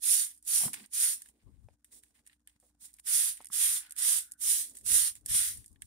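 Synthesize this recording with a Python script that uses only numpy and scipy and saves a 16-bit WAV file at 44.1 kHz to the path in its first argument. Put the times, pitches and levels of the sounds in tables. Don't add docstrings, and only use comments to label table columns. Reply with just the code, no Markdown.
import sys
import numpy as np
from scipy import signal
from scipy.fft import rfft, irfft, next_fast_len
from scipy.io import wavfile
from scipy.ndimage import uniform_filter1d, map_coordinates

SR = 44100
rng = np.random.default_rng(int(sys.argv[2]) if len(sys.argv) > 2 else 0)


def how_loud(loudness_db):
    steps = np.asarray(loudness_db, float) / 20
    return 10 ** steps


def digitize_waveform(pressure):
    field = np.atleast_2d(pressure).T
    bounded = np.clip(field, -1, 1)
    quanta = np.round(bounded * 32767).astype(np.int16)
    wavfile.write(sys.argv[1], SR, quanta)


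N = 258426
STEP = 16

# frequency in Hz, level in dB per Hz.
AIR_SPECTRUM = [(15, -44), (30, -14), (60, -4), (130, -11.5), (240, -9), (450, -26.5), (800, -23.5),
                (1700, -29.5), (3000, -35), (5000, -31), (9100, -25.5), (12000, -35.5), (16000, -41)]
# frequency in Hz, level in dB rms.
MAINS_PARTIALS = [(59.2, -79), (236.9, -90), (296.1, -84), (495.3, -106.5)]
# start in seconds, length in seconds, level in dB, fading in dB.
SHUFFLES = [
    (1.3, 0.23, -77.5, 8.5),
    (1.93, 0.33, -78, 14),
    (4.57, 0.36, -74.5, -1),
    (5.26, .04, -72.5, 5),
]
# frequency in Hz, level in dB per Hz.
SCUFF_SPECTRUM = [(120, -44.5), (220, 3), (400, -2.5), (700, -12), (1500, -31)]

# valve opening, full pressure and finger easing, all in seconds,
# jet level in dB, shutting rate in dB per second.
PULLS = [
    (0.034, 0.114, 0.24, -26.5, 306.5),
    (0.478, 0.561, 0.66, -27, 359),
    (0.937, 1.037, 1.1305, -28, 351.5),
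    (3.07, 3.151, 3.293, -27.5, 320),
    (3.532, 3.638, 3.777, -27.5, 383),
    (3.984, 4.09, 4.19, -27.5, 340),
    (4.416, 4.497, 4.617, -27.5, 303),
    (4.866, 4.947, 5.081, -26, 478),
    (5.291, 5.359, 5.488, -28, 240),
]
# time in seconds, left-right difference in dB, squareness to a leaf in dB.
NOZZLE_AIM = [(.13, -6.5, -0.5), (.57, -4.5, -0.8), (1.05, -3.5, 0.3), (3.18, -6.5, 1.4), (3.65, -5, 2.15),
              (4.1, -6, 2.2), (4.5, -5, -1.5), (4.97, -6.5, 0.1), (5.4, -2, 2.5)]
# frequency in Hz, level in dB per Hz.
JET_SPECTRUM = [(1760, -52.5), (3000, -32), (3600, -18), (4230, -17), (5290, -11), (5880, -9), (7350, -7),
                (9010, 1), (9460, 5.5), (11400, -6.5), (15100, -12), (16000, -20.5)]
# frequency in Hz, level in dB per Hz.
LEAF_SPECTRUM = [(240, -75.5), (400, -33), (1090, -15), (1160, -13.5), (1930, -3), (2710, -2.5),
                 (3450, 0.5), (5000, -3), (6500, -16), (11000, -120)]

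# start in seconds, length in seconds, level in dB, fading in dB,
# dull share in dB.
PUMP_REFILLS = [
    (.3, 0.12, -60, 36, -9),
    (.765, 0.087, -53.5, 6.5, -2),
    (1.2, 0.1, -61.5, 3, -14),
    (3.35, 0.095, -66.5, 2.5, -1.5),
    (3.82, .13, -58.5, 23.5, 2),
    (4.28, 0.081, -74, 12, -5),
    (4.752, 0.077, -53, 16.5, -17),
    (5.163, 0.068, -52, 35, -14.5),
    (5.6, .2, -66, 24, -13),
]
# start in seconds, length in seconds, level in dB, fading in dB,
# dull share in dB.
LEAF_BRUSHES = [(0.433, .03, -70, -18, -22), (.74, 0.023, -41.5, 13, -3), (1.33, 0.395, -83.5, 1, -4),
                (1.855, 0.072, -73, 9, -13.5), (1.92, .07, -55.5, 3.5, -18.5), (2.03, 0.12, -66, 20, -12),
                (2.145, .05, -73.5, -3.5, -4.5), (2.253, 0.094, -75, 0.5, -3),
                (2.485, 0.082, -70.5, 18, -3), (2.61, 0.085, -74, -1.5, -15.5),
                (2.811, 0.049, -53.5, -4.5, -19), (2.861, 0.062, -52.5, 19, -16.5),
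                (2.943, 0.031, -65, 12, -10), (2.999, 0.0099, -53.5, 52, -3.5), (3.042, .02, -83, -9, -20),
                (4.687, 0.027, -59, -4, -18), (5.261, 0.019, -57, 9, -15), (5.818, 0.036, -65.5, -2, -23),
                (5.693, 0.034, -72, 7, -22), (5.75, .02, -77, 9, -11)]
# frequency in Hz, level in dB per Hz.
BRUSH_SPECTRUM = [(2000, -44), (3500, -14), (4800, -14), (6900, -8), (9200, 1.5), (12000, -12.5),
                  (15700, -10.5)]
# frequency in Hz, level in dB per Hz.
DULL_SPECTRUM = [(500, -32), (850, -8), (1300, -12), (2000, -0.5), (3200, -5.5), (5000, -7.5), (7000, -34)]

# time in seconds, peak in dB, knock in dB, t60 in seconds.
STOP_CLICKS = [(.3132, -40, -15, .027), (.7322, -22.5, -19, 0.11), (.8604, -40.5, -38, .011),
               (1.219, -33.5, -18.5, 0.061), (2.474, -38.5, -12, 0.0092), (2.9395, -40.5, -38, 0.019),
               (3.3708, -34, -17, .021), (3.376, -38.5, -14.5, 0.034), (3.4456, -31, -22, 0.024),
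               (3.4557, -30.5, -24, 0.024), (3.4694, -35.5, -18, 0.03), (3.9082, -28.5, -22, .034),
               (3.9216, -30, -20, .015), (3.964, -30, -17, .013), (4.3133, -37, -23, 0.014),
               (4.3193, -28, -44, 0.015), (4.336, -40.5, -28, 0.018), (4.696, -38, -34, 0.085),
               (4.7528, -38.5, -36, .022), (4.7694, -33.5, -18, 0.1), (5.1534, -33.5, -16.5, .017),
               (5.2605, -20.5, -22.5, .033), (5.6603, -39.5, -32, .034), (5.8202, -31, -9.5, 0.019)]
# time in seconds, peak in dB, knock in dB.
HOUSING_TAPS = [(.7864, -44, -14), (1.259, -46, -8.5), (1.287, -45, -11.5), (1.8451, -45.5, -10),
                (2.0353, -46, -8.5), (2.2647, -45, -11), (2.2734, -42, -14), (2.297, -64, 11),
                (2.3299, -56.5, 0), (2.3954, -69, -8.5), (2.4961, -55, -5), (2.986, -49, -4.5),
                (3.413, -43, -9), (3.4222, -45, -16), (3.8273, -45, -15), (3.864, -45, -13),
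                (3.8959, -43.5, -21), (4.8107, -43.5, -19), (5.643, -44.5, -13), (5.7587, -68, 10.5)]
# time in seconds, peak in dB.
FALLING_DROPS = [(.3474, -49), (0.363, -50), (0.376, -46.5), (.388, -62), (0.4258, -44), (0.4502, -41),
                 (2.083, -59), (2.149, -61), (2.6002, -49.5), (2.6654, -59), (2.9313, -47), (2.966, -51),
                 (2.9978, -41.5), (3.486, -43), (4.7363, -47), (4.786, -43), (5.2103, -50.5),
                 (5.5724, -37.5), (5.6792, -47), (5.715, -55), (5.728, -54.5)]
# frequency in Hz, width in Hz, level in dB.
HOUSING_MODES = [(1794, 310, 2.5), (3155, 1400, -1), (4540, 690, -5)]
# frequency in Hz, level in dB per Hz.
SNAP_SPECTRUM = [(2500, -54), (4500, -11.5), (6500, -6.5), (9300, 7.5), (12000, -4), (15500, -17.5)]

# time in seconds, peak in dB, pitch in Hz, t60 in seconds,
# thump in dB.
WALL_KNOCKS = [
    (.612, -44, 900, 0.094, -20),
    (.633, -43.5, 820, 0.071, 5),
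    (0.655, -52.5, 780, 0.09, 18),
    (.679, -40.5, 938, 0.038, -19),
    (1.686, -48, 580, 0.013, -18.5),
    (2.627, -63.5, 546, 0.16, -27),
    (3.405, -43, 805, 0.019, -12),
    (3.501, -48.5, 1320, 0.02, -10.5),
]
# time in seconds, level in dB.
WHEEZE = [
    (3.7, -104.5),
    (3.77, -71),
    (4.3, -75),
    (4.4, -84.5),
    (4.46, -100),
]

# start in seconds, length in seconds, level in dB, fading in dB,
# higher share in dB.
AIR_PUFFS = [(.6, 0.036, -75.5, -12, 8), (0.658, 0.12, -68, 7.5, 10), (0.78, 0.057, -67.5, 10, 10.5),
             (1.474, 0.025, -52, 6, -10.5), (1.505, 0.17, -61.5, 0, -11.5), (4.788, 0.084, -76, -16, -7),
             (4.892, 0.12, -54.5, 8.5, -6), (5.107, 0.19, -77.5, -10, -5), (5.31, 0.25, -56.5, 11, -11.5),
             (5.512, 0.17, -58, 13, -7.5), (5.707, 0.17, -64.5, 6.5, -7.5)]
# frequency in Hz, level in dB per Hz.
GUST_SPECTRUM = [(20, -37), (45, 5), (70, 7), (120, 2), (170, -13), (300, -37.5), (600, -120)]
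# frequency in Hz, level in dB per Hz.
FLAP_SPECTRUM = [(60, -68.5), (90, -24.5), (140, -24.5), (210, -6.5), (320, -15.5), (600, -33),
                 (1200, -32.5), (2500, -120)]

# frequency in Hz, share heard alike by both.
SHARED_PART = [(60, .95), (300, .8), (700, .45), (2000, .35), (10000, .2), (16000, .15)]
# frequency in Hz, lead of the left port in radians.
PORT_PHASE = [(0, 0), (1700, -.8), (2700, -4), (5500, -13), (9500, -27), (16000, -40)]
# frequency in Hz, t60 in seconds.
ROOM_DECAY = [(300, 0.15), (3000, 0.036), (12000, 0.062)]
# frequency in Hz, level in dB.
BAND_LIMIT = [(15700, 0), (15900, -41), (16500, -43.5), (16700, -90)]


def unit(x):
    return x / np.sqrt(np.mean(x ** 2) + 1e-20)


def along(points, hz):
    f, v = np.transpose(points)
    return np.interp(np.log(hz + 1), np.log(f + 1), v)


def wobble(rate):
    knots = rng.standard_normal(size=2400)
    return map_coordinates(knots, [np.arange(N) * rate / SR], mode="wrap")


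def filtered(x, response):
    m = next_fast_len(N + SR // 2)
    return irfft(rfft(x, m) * response(np.fft.rfftfreq(m, 1 / SR)), m)[..., :N]


def ports(noises, gain):
    def share(hz):
        return np.clip(along(SHARED_PART, hz), 0, 1)

    def delay(hz):
        return np.exp(np.outer([.5j, -.5j], np.interp(hz, *np.transpose(PORT_PHASE))))

    shared = filtered(noises[0], lambda hz: gain(hz) * np.sqrt(share(hz)) * delay(hz))
    return shared + filtered(noises[1:], lambda hz: gain(hz) * np.sqrt(1 - share(hz)))


def hiss(spectrum, grain_db):
    clumps = how_loud(grain_db * wobble(350) + grain_db * wobble(60))
    spray = rng.standard_normal((3, N)) * clumps
    return unit(ports(spray, lambda hz: how_loud(along(spectrum, hz))))


def sides(pan_db):
    return how_loud(np.array([pan_db / 2, -pan_db / 2]))


def strokes(rows, rise, fall):
    s, length, db, fading_db = np.array(rows).T[:4, :, None]
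    t = np.arange(0, N, STEP) / SR - s
    fading = fading_db * np.clip(t / length, 0, 1)
    return db - fading + rise * np.minimum(t, 0) - fall * np.maximum(t - length, 0)


def loudest(levels_db, *columns):
    def smooth(v, size):
        return uniform_filter1d(np.repeat(v, STEP)[:N], size)

    who = np.argmax(levels_db, axis=0)
    gain = smooth(how_loud(levels_db.max(axis=0)), size=129)
    return [gain] + [smooth(np.array(c, float)[who], size=1500) for c in columns]


def patchy(x, depth_db):
    z = signal.stft(x, nperseg=512)[2]
    field = uniform_filter1d(rng.standard_normal(z.shape), size=4, axis=1)
    field = uniform_filter1d(field, size=18, axis=2)
    return signal.istft(z * how_loud(depth_db * unit(field)), nperseg=512)[1][:, :N]


def hush():
    t = np.arange(N) / SR
    hum = np.zeros(N)
    for hz, db in MAINS_PARTIALS:
        level_db, phase = 2.5 * wobble(14), .8 * wobble(12)
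        hum += how_loud(db + level_db) * np.sin(2 * np.pi * hz * t + phase)
    scraping, air = how_loud(3 * wobble(34)), how_loud(1.2 * wobble(9))
    steps = loudest(strokes(SHUFFLES, rise=300.5, fall=201))[0]
    floor = steps * scraping * hiss(SCUFF_SPECTRUM, grain_db=0.0)
    return hum + floor + how_loud(-80.5) * air * hiss(AIR_SPECTRUM, grain_db=-4.0)


def mist():
    t = np.arange(N) / SR
    build_db, sag_db = 10, 7.5
    open_rate = 951.5
    levels_db = []
    for opens, full, eases, db, shut_rate in PULLS:
        times = [opens - .1, opens, full, eases, eases + 0.31]
        pressure_db = [-build_db - 0.11 * open_rate, -build_db, 0, -sag_db, -sag_db - 0.29 * shut_rate]
        levels_db.append(db + np.interp(t[::STEP], times, pressure_db))
    _, full_s, _, top_db, _ = np.transpose(PULLS)
    jet, full_s, top_db = loudest(np.array(levels_db), full_s, top_db)

    aim_s, side_db, square_db = np.transpose(NOZZLE_AIM)
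    weaker_db = top_db - 20 * np.log10(jet + 1e-9)
    wet_db = -20 + np.interp(t, aim_s, square_db) + np.minimum(0.69 * weaker_db, 1.5)
    pan_db = np.interp(t, aim_s, side_db) + 11.5 * (t - full_s)
    spray = how_loud(3.0) * sides(pan_db) * hiss(JET_SPECTRUM, grain_db=-0.34)
    spray = spray + how_loud(wet_db + 5.0) * hiss(LEAF_SPECTRUM, grain_db=0.75)
    return jet * patchy(spray, depth_db=2.2)


def rustle():
    rows = PUMP_REFILLS + LEAF_BRUSHES
    bright, dull_db = loudest(strokes(rows, rise=1500, fall=698), [row[-1] for row in rows])
    fine = how_loud(1.5) * sides(-4.5)[:, None] * hiss(BRUSH_SPECTRUM, grain_db=.8)
    dull = how_loud(dull_db + 1) * hiss(DULL_SPECTRUM, grain_db=3.0)
    return bright * how_loud(-0.6) * (fine + dull)


def ticks():
    def shell(f):
        total = 0
        for k, (centre, width, db) in enumerate(HOUSING_MODES):
            mode = 1j * f * width / (centre * centre - f * f + 1j * f * width)
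            total = total + (-1) ** k * how_loud(db) * mode
        return total

    out, t = np.zeros((2, N + SR)), np.arange(SR // 10) / SR
    housing = np.tile(ports(rng.standard_normal((3, N)), lambda f: shell(f) ** 2), 2)
    crackle = np.tile(hiss(SNAP_SPECTRUM, grain_db=1.5), 2)
    rows = list(STOP_CLICKS)
    rows += [(*row, 0.04) for row in HOUSING_TAPS]
    rows += [(*row, -29, 0.05) for row in FALLING_DROPS]
    for s, db, knock_db, t60 in rows:
        at = slice(round(s * SR), round(s * SR) + len(t))
        decay = how_loud(-60 * t / 0.013) + .6 * how_loud(-60 * t / max(t60, .005))
        snap = decay * (1 - np.exp(-t / 0.00017)) * crackle[:, at]
        knock = how_loud(-60 * t / 0.022) * (1 - np.exp(-t / 0.00028)) * housing[:, at]
        out[:, at] += how_loud(db + 0.5) * sides(-3.0)[:, None] * snap / np.abs(snap).max()
        out[:, at] += how_loud(db + knock_db + 1.0) * knock / np.abs(knock).max()
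    return out[:, :N]


def bottle():
    wall, t = np.zeros(N + SR), np.arange(SR // 5) / SR
    f = np.fft.rfftfreq(len(t), 1 / SR)

    def band(hz, q):
        resonance = 1j * f * hz / q / (hz * hz - f * f + 1j * f * hz / q)
        return unit(irfft(rfft(rng.standard_normal(len(t))) * resonance ** 2, len(t)))

    for s, db, hz, t60, thump_db in WALL_KNOCKS:
        ring = band(hz, q=1.8) + .5 * how_loud(-60 * t / 0.049) * band(1400, q=0.64)
        ring = ring * how_loud(-60 * t / max(t60, .01))
        ring = ring + how_loud(thump_db - 60 * t / 0.075) * band(179, q=2.76)
        ring = ring * (1 - np.exp(-t / 0.00033))
        wall[round(s * SR):][:len(t)] += how_loud(db + max(thump_db, 0)) * ring / np.abs(ring).max()

    def reed_bands(f):
        return 1 / (1 + ((f - 1490) / 85) ** 2) + 0.24 / (1 + ((f - 1700) / 80) ** 2)

    reed = unit(filtered(rng.standard_normal(N), reed_bands))
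    flutter = how_loud(1.5 * wobble(30))
    wheeze = how_loud(np.interp(np.arange(N) / SR, *np.transpose(WHEEZE)))
    return wall[:N] + wheeze * flutter * reed


def draught():
    gust, flap_db = loudest(strokes(AIR_PUFFS, rise=600, fall=298), [row[-1] for row in AIR_PUFFS])
    pan_db = 13.5 - 0.97 * flap_db
    lumps = how_loud(4.5 * wobble(42))
    low = filtered(rng.standard_normal((2, N)), lambda hz: how_loud(along(GUST_SPECTRUM, hz)))
    low = unit(lumps * low)
    flapping = how_loud(3.8 * wobble(30))
    high = ports(rng.standard_normal((3, N)), lambda hz: how_loud(along(FLAP_SPECTRUM, hz)))
    high = unit(flapping * high)
    return gust * how_loud(-1.5) * (sides(pan_db) * low + how_loud(flap_db) * sides(0.14 * pan_db) * high)


def room(x):
    hz, _, z = signal.stft(rng.standard_normal((2, SR // 3)), SR, nperseg=256)
    _, _, t = hz, z, np.arange(z.shape[-1]) * 128 / SR
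    tail = signal.istft(z * how_loud(-60 * t / along(ROOM_DECAY, hz)[:, None]), SR, nperseg=256)[1]
    late = np.pad(x, ((0, 0), (200, 0)))
    return signal.fftconvolve(late, tail / np.linalg.norm(tail[0]), axes=1)[:, :N]


def scene():
    background = hush()
    near = mist() + ticks() + bottle()
    reverberation = how_loud(-15) * room(near)
    return near + reverberation + rustle() + draught() + background


def band_limit(x):
    return signal.sosfilt(signal.butter(12, 16670, fs=SR, output="sos"), x)


def record(dry):
    mix = filtered(dry, lambda hz: how_loud(along(BAND_LIMIT, hz)))
    return band_limit(mix)


dry = scene()
out = record(dry)
digitize_waveform(out)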